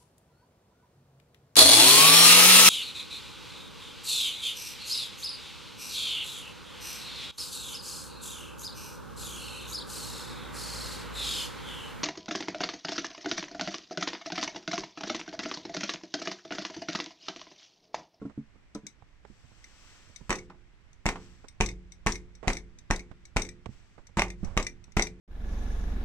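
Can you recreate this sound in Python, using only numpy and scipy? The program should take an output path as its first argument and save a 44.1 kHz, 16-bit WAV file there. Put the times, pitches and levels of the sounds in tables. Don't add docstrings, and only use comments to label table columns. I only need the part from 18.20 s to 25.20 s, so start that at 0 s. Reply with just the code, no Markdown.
import sys
import numpy as np
from scipy import signal
from scipy.fft import rfft, irfft
from scipy.io import wavfile
from scipy.ndimage import uniform_filter1d

SR = 44100
rng = np.random.default_rng(int(sys.argv[2]) if len(sys.argv) > 2 else 0)


def to_wav(sig):
    pcm = np.clip(np.atleast_2d(sig), -1, 1) * 32767
    pcm = np.round(pcm).astype(np.int16)
    wavfile.write(sys.argv[1], SR, pcm.T)


N = 308700
T = np.arange(SR) / SR

# (time [s], thump [dB], slap [dB], air ring [dB], ring tilt [dB/oct],
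#   top of swing [s], jaw tick there [dB])
HEAD_BLOWS = [(2.0952, -11, -1.5, -6.5, 4, 1.9607, -34), (2.857, -4, -1, -7.5, 3.5, 2.73, -52.5),
              (3.4038, -1, 0, -3, -0.5, 3.2834, -38.5), (3.8634, -2.5, 3, -5, 0, 3.7203, -40),
              (4.2745, -1, -1, -5.5, 0, 4.1516, -46.5), (4.7037, -1.5, -4, -7, 1, 4.5866, -43.5),
              (5.163, -2, -0.5, -6, 3, 5.053, -41), (5.9708, -5, 1, -1, -0.5, 5.869, -44),
              (6.3685, -1.5, -6.5, -9, 0.5, 6.2466, -39), (6.7678, 0, 1.5, -2.5, 0.5, 6.6404, -46.5)]
# (time [s], level [dB])
VINYL_BUCKLES = [(2.113, -13.5), (2.299, -33), (2.957, -25), (5.985, -11.5)]
# (slam [s], slam [dB], shank offset [dB], bounce [s], bounce [dB], release [dB],
#   rebound [s], rebound [dB])
JAW_STROKES = [(2.1052, -19.5, 1, 2.127, -24.5, -32.5, 2.1884, -40),
               (2.8638, -18, 0.5, 2.889, -20.5, -50, 2.954, -55),
               (3.4095, -17, 2, 3.4337, -40, -25, 3.488, -31),
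               (3.8699, -18, 3.5, 3.8921, -37, -22.5, 3.9554, -31),
               (4.2802, -17.5, 0.5, 4.302, -27.5, -25.5, 4.369, -29.5),
               (4.7095, -19, 4.5, 4.7335, -50, -29.5, 4.794, -36.5),
               (5.168, -17, 1.5, 5.192, -46, -22.5, 5.2493, -37.5),
               (5.9947, -19, 4.5, 6.0199, -19.5, -50, 6.102, -33.5),
               (6.3752, -16, 1, 6.4, -29, -27.5, 6.4668, -24.5),
               (6.771, -23, 5, 6.7954, -20, -16.5, 6.8693, -31)]
# (time [s], jaw [dB], shank [dB])
JAW_RATTLES = [(0.5484, -36, -54), (0.6666, -29.5, -41.5), (1.442, -41.5, -45.5), (5.2892, -35, -40),
               (6.72, -49, -56)]
# (time [s], level [dB], hardness [dB/oct])
CASE_BUMPS = [(.016, -28.5, 1), (0.052, -24, -1), (.177, -23.5, -5.5), (.551, -26, 4), (0.634, -39, -4.5),
              (.656, -43.5, 4)]
# (time [s], scuff [dB], push [dB], scuff t60 [s])
FINGER_TOUCHES = [(0.096, -45, -56, 0.087), (0.822, -45, -55.5, 0.037), (1.049, -36, -61, 0.038),
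                  (1.1, -73, -45, 0.035), (1.238, -56, -49.5, 0.058), (2.009, -51, -44.5, 0.047),
                  (3.242, -39.5, -76, 0.055), (4.228, -37, -53, 0.43), (4.913, -37, -47.5, 0.046),
                  (5.4583, -24, -39, 0.031), (5.489, -50, -38, 0.056), (5.779, -44, -56.5, 0.098),
                  (6.23, -44, -26.5, 0.9)]
# (start [s], fastest [s], end [s], sleeve [dB], camera shake [dB])
ARM_MOVES = [(1.06, 1.703, 2.27, -58.5, -60), (2.87, 3.02, 3.3, -61, -54), (5.456, 5.525, 5.83, -67.5, -50),
             (6.174, 6.262, 6.45, -65, -32.5)]

# (frequency [Hz], relative level [dB], base t60 [s])
AIR_MODES = [(31, -41.5, 0.39), (48.46, -31, 0.83), (102.3, -36, 0.34), (181.7, -37.5, 0.84),
             (210, -19, 0.14), (264.6, -36, 0.29), (351.8, -37.5, 0.67), (390, -36, 0.35),
             (432.5, -38, 0.48), (502, -45, 0.47)]
JAW_MODES = [(3700, -8, .06), (3950, -13, .03), (4400, -12, .025), (4800, -10, .035), (5150, -10, .025),
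             (5550, -7, .03), (5890, -2, .05), (6300, -3, .035), (6600, -8, .025), (7650, -8, .035),
             (7950, -8, .035), (8700, -14, .025), (13650, -32, .07)]
SHANK_MODES = [(1950, -6, .03), (2150, 0, .04), (2330, -1, .03), (2600, -11, .022)]
CASE_MODES = [(135, -8, 0.14), (217.4, 0.5, 0.13), (289, 3.5, 0.097), (418, -8, 0.12), (610, -21.5, 0.067),
              (1063, -25.5, 0.15), (1460, -13.5, 0.04)]
# (frequency [Hz], relative density [dB])
SLAP_SPECTRUM = [(60, -3.5), (230, -6.5), (420, 7.5), (580, -12), (900, 6.5), (1500, -3.5), (2300, -5),
                 (3300, -14.5), (5000, -17), (6200, -16), (8000, -17.5), (11000, -39.5), (15000, -47)]
SKIN_SPECTRUM = [(100, -6.5), (400, 1), (580, -4), (950, 3.5), (1600, -4), (2400, -7.5), (3300, -14.5),
                 (6000, -25), (15000, -54)]
TICK_SPECTRUM = [(800, -31.5), (3000, -18), (3750, 5), (4400, -3), (5950, 5.5), (6900, -13.5), (7850, -7.5),
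                 (10000, -10.5), (12500, -23.5), (15000, -34)]
SCUFF_SPECTRUM = [(100, 0), (500, 5), (1100, -2.5), (2200, -12), (4000, -20), (8000, -24.5), (15000, -69)]
PUSH_SPECTRUM = [(25, -6.5), (90, 6), (220, -1.5), (400, -16.5), (1000, -55), (4000, -74)]
RUMBLE_SPECTRUM = [(20, 7.5), (60, 3), (130, -5.5), (300, -23), (700, -35), (2000, -62)]
SLEEVE_SPECTRUM = [(200, 1.5), (700, -5), (1300, 0), (2300, 1), (3000, 0), (3700, -3.5), (5000, -4),
                   (5900, -3), (6800, -10), (7700, -4), (9000, -19), (12000, -26), (15000, -26.5)]
HUSH_SPECTRUM = [(15, -31), (25, -0.5), (45, 0), (150, -13.5), (286, -13.5), (529, -21), (673, -21.5),
                 (1240, -22.5), (2070, -19.5), (4260, -32.5), (5720, -36), (10000, -50.5), (15000, -63.5)]
# (frequency [Hz], t60 [s])
SKIN_DECAY = [(100, 0.5), (400, 0.14), (1000, 0.094), (2500, 0.2), (6000, 0.23), (14000, 0.25)]
ROOM_DECAY = [(100, 0.72), (400, 0.24), (1000, 0.18), (2500, 0.15), (6000, 0.13), (14000, 0.14)]
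# (frequency [Hz], coherence before scaling and clipping [1])
MIC_LIKENESS = [(60, 0.74), (300, 0.96), (650, 0.96), (1400, 2.5), (3000, -0.46), (7000, -0.1)]
# (frequency [Hz], left minus right [dB])
MIC_BALANCE = [(30, 2), (100, -1.5), (400, -0.5), (700, -4), (1300, -4), (2400, -1.5), (3300, 4),
               (4400, 6.5), (6000, 11.5), (8000, 12), (11000, 5), (14500, 6.5)]
# (frequency [Hz], phase [rad])
MIC_LEAD = [(100, 0), (600, .05), (1120, .25), (1450, .7), (1900, 1.4), (2580, 2), (3300, 2.3), (5600, 1.9),
            (8000, 1.2), (15000, 2)]


def mattress_thumps():
    out = np.zeros((2, N))
    hz, db, t60_s = np.transpose(AIR_MODES)[:, :, None]
    dent = -amp(-11.5) * attack(0.00015, SR) * decay(0.016, SR)
    heave = amp(-17) * np.sin(2 * np.pi * 28 * T) * decay(0.21, SR)
    for at_s, thump_db, _, ring_db, tilt_db_oct, *_ in HEAD_BLOWS:
        weight, shift = rng.standard_normal((2, len(AIR_MODES), 1))
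        gain = amp(db + ring_db + tilt_db_oct * np.log2(hz / 200) + 1.36 * weight)
        phase = 2 * np.pi * hz * (1 + 0.0023 * shift) * T
        air = (gain * np.cos(phase) * decay(t60_s, SR)).sum(0)
        add(out, at_s, amp(thump_db) * (dent + heave) + air * attack(0.0013, SR))
    return out


def vinyl_slaps(size=16384):
    out = np.zeros((2, N))
    for at_s, _, slap_db, *_ in HEAD_BLOWS:
        ripples = amp(-27.5) * band_decay(noise(SLAP_SPECTRUM, size), SKIN_DECAY) * attack(0.0051, size)
        snap = amp(-24) * noise(SLAP_SPECTRUM, size) * decay(0.019, size)
        kick = amp(-41.5) * skin_kick(0.00012, size)
        add(out, at_s, amp(slap_db) * (ripples + snap + kick))
    for at_s, db in VINYL_BUCKLES:
        buckle = noise(SKIN_SPECTRUM, size) * decay(0.071, size) * attack(0.00028, size)
        add(out, at_s, amp(db - 11.5) * buckle)
    return out


def skin_kick(tau_s, size):
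    u = T[:size] / tau_s
    return -u ** 2 * (1 - u / 3) * np.exp(2 - u)


def jaw_contacts(release_s=0.051, chatter_s=(0.025, 0.11), chatter_fall_db_per_s=150):
    pressed = []
    free = [(top_s, tick_db, tick_db - 11) for *_, top_s, tick_db in HEAD_BLOWS]
    for slam_s, slam_db, shank_db, bounce_s, bounce_db, release_db, rebound_s, rebound_db in JAW_STROKES:
        pressed.append((slam_s, slam_db - 0.85, slam_db + shank_db + 0.8, slam_db - 6))
        pressed.append((bounce_s, bounce_db - 2.4, bounce_db + shank_db, bounce_db - 5))
        free.append((slam_s + release_s, release_db, release_db - 13.5))
        free.append((rebound_s, rebound_db, rebound_db - 2))
        for delay_s in rng.uniform(*chatter_s, 2):
            chatter_db = -34 - chatter_fall_db_per_s * (delay_s - chatter_s[0])
            free.append((slam_s + delay_s, chatter_db, chatter_db - 2))
    return pressed, free


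def jaw_clacks(contacts, size=8192):
    out = np.zeros((2, N))
    for at_s, jaw_db, shank_db, skin_db in contacts:
        skin = amp(1.5) * noise(SKIN_SPECTRUM, size) * decay(0.031, size) * attack(0.0003, size)
        skin += amp(-1) * skin_kick(0.00016, size)
        shank = ring(SHANK_MODES, scatter_db=1.5, detune=0.05, spread_rad=0.2, damping=2.2, size=size)
        jaw = ring(JAW_MODES, scatter_db=2.5, detune=0.035, spread_rad=0.7, damping=2.4, size=size)
        tick = noise(TICK_SPECTRUM, size) * decay(0.027, size)
        steel = (amp(-3) * jaw + amp(-11.5) * tick) * attack(0.00045, size)
        add(out, at_s, amp(skin_db) * skin + amp(shank_db) * shank + amp(jaw_db) * steel)
    return out


def jaw_chinks(contacts, size=8192):
    out = np.zeros((2, N))
    for at_s, jaw_db, shank_db in contacts:
        jaw = ring(JAW_MODES, scatter_db=3, detune=0.02, spread_rad=0.7, damping=1.2, size=size)
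        shank = ring(SHANK_MODES, scatter_db=2, detune=0.03, spread_rad=0.2, damping=1.1, size=size)
        tick = noise(TICK_SPECTRUM, size) * decay(0.027, size)
        steel = amp(-3.5) * jaw + amp(-7.5) * tick
        add(out, at_s, (amp(jaw_db) * steel + amp(shank_db + 4.5) * shank) * attack(0.00076, size))
    return out


def room_reverb(send, size=16384, tails=5, hold_samples=1500):
    out = np.zeros((2, N))
    active = np.arange(N) // hold_samples % tails
    for k in range(tails):
        white = noise([(100, 0), (15000, 0)], size)
        tail = band_decay(white, ROOM_DECAY) * attack(0.004, size)
        tail /= np.linalg.norm(tail[0])
        crossfade = uniform_filter1d((active == k).astype(float), 200)
        out += signal.oaconvolve((send * crossfade)[None], tail, axes=1)[:, :N]
    return out


def case_bumps(size=8192):
    out = np.zeros((2, N))
    for at_s, db, hardness in CASE_BUMPS:
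        knock = ring(CASE_MODES, scatter_db=2, detune=0.05, spread_rad=0.1, tilt_db_oct=hardness)
        rub = amp(-26.5 + 2 * hardness) * noise(SCUFF_SPECTRUM, size) * decay(0.15, size)
        add(out, at_s, amp(db) * (knock + rub) * attack(0.0022, size))
    return out


def finger_touches(size=8192, fidget_count=9):
    out = np.zeros((2, N))
    fidget_s = (np.arange(fidget_count) + rng.random(fidget_count)) * N / SR / fidget_count
    fidgets = [(at_s, -55, -55.5, 0.072) for at_s in fidget_s]
    for at_s, scuff_db, push_db, t60_s in FINGER_TOUCHES + fidgets:
        scuff = noise(SCUFF_SPECTRUM, size) * decay(t60_s, size) * attack(0.00062, size)
        push = noise(PUSH_SPECTRUM, size) * decay(0.066, size) * attack(0.0017, size)
        add(out, at_s, amp(scuff_db - 3) * scuff + amp(push_db + 10) * push)
    return out


def grip_rumble(rest_db=-58, jolt_db=-57, jolt_s=0.37):
    t = np.arange(N) / SR
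    jolts = amp(jolt_db) * sum(np.exp(-((t - at_s) / jolt_s) ** 2) for at_s, *_ in HEAD_BLOWS)
    shakes = sum(amp(shake_db) * arm_envelope(*times_s) for *times_s, _, shake_db in ARM_MOVES)
    gain = np.sqrt(amp(rest_db) ** 2 + jolts ** 2 + shakes ** 2)
    return gain * noise(RUMBLE_SPECTRUM, N, likeness=0.21)


def sleeve_brush(rest_db=-80):
    gain = amp(rest_db) + sum(amp(db) * arm_envelope(*times_s) for *times_s, db, _ in ARM_MOVES)
    return gain * noise(SLEEVE_SPECTRUM, N)


def arm_envelope(start_s, fastest_s, end_s, slow_db=-15.5, ease_s=0.014):
    t = np.arange(N) / SR
    ease = np.clip(np.minimum(t - start_s, end_s - t) / ease_s, 0, 1)
    return ease * amp(np.interp(t, [start_s, fastest_s, end_s], [slow_db, 0, slow_db]))


def room_hush():
    return amp(-63.5) * noise(HUSH_SPECTRUM, N, likeness=0.22)


def ring(modes, scatter_db, detune, spread_rad, damping=1, tilt_db_oct=0, size=8192):
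    hz, db, t60_s = np.transpose(modes)[:, :, None]
    weight, shift, turn = rng.standard_normal((3, len(modes), 1))
    gain = amp(db + scatter_db * weight + tilt_db_oct * np.log2(hz))
    envelope = gain / np.linalg.norm(gain) * decay(t60_s / damping, size)
    phase = 2 * np.pi * hz * (1 + detune * shift) * T[:size]
    return -np.array([(envelope * np.sin(phase + side * spread_rad * turn)).sum(0) for side in (-1, 1)])


def noise(spectrum, size, likeness=1):
    hz = np.fft.rfftfreq(size, 1 / SR)
    left, other = rfft(rng.standard_normal((2, size)))
    coherence = np.clip(likeness * curve(MIC_LIKENESS, hz), 0, 1)
    right = coherence * left + np.sqrt(1 - coherence ** 2) * other
    pair = irfft(np.array([left, right]) * amp(curve(spectrum, hz)), size)
    return pair / pair.std()


def band_decay(sound, bands):
    size = sound.shape[1]
    hz, spectrum = np.fft.rfftfreq(size, 1 / SR), rfft(sound)
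    centres_hz, t60s = np.transpose(bands)
    shares = [curve(np.c_[centres_hz, pick], hz) for pick in np.eye(len(t60s))]
    return sum(irfft(spectrum * share, size) * decay(t60_s, size) for share, t60_s in zip(shares, t60s))


def decay(t60_s, size):
    return np.exp(-np.log(1000) * T[:size] / t60_s)


def attack(tau_s, size):
    return 1 - np.exp(-T[:size] / tau_s)


def amp(db):
    return 10 ** (np.asarray(db) / 20)


def curve(points, hz):
    knots_hz, values = np.transpose(points)
    return np.interp(np.log(hz + 1), np.log(knots_hz), values)


def add(mix, at_s, sound):
    part = mix[:, max(round(at_s * SR), 0):][:, :sound.shape[-1]]
    part += sound[..., :part.shape[1]]


def scene():
    pressed, free = jaw_contacts()
    slaps, clacks, chinks = vinyl_slaps(), jaw_clacks(pressed), jaw_chinks(free + JAW_RATTLES)
    direct = mattress_thumps() + slaps + clacks + chinks
    send = amp(-10) * slaps + amp(-6.5) * clacks + amp(-10) * chinks
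    reverb = room_reverb(send[0])
    pan_right = amp([[-13], [1]])
    handling = case_bumps() + pan_right * (finger_touches() + grip_rumble())
    return direct + reverb + handling + room_hush() + sleeve_brush()


def record(dry, cutoff_hz=15600):
    hz = np.fft.rfftfreq(2 * N, 1 / SR)
    left_response = amp(curve(MIC_BALANCE, hz) / 2) * np.exp(0.5j * curve(MIC_LEAD, hz))
    pair = irfft(rfft(dry, 2 * N) * np.array([left_response, 1 / left_response]))[:, :N]
    lowpass = signal.firwin(255, cutoff_hz, window=("kaiser", 8), fs=SR)
    return signal.oaconvolve(pair, lowpass[None], "same")


dry = scene()
out = record(dry)
to_wav(out)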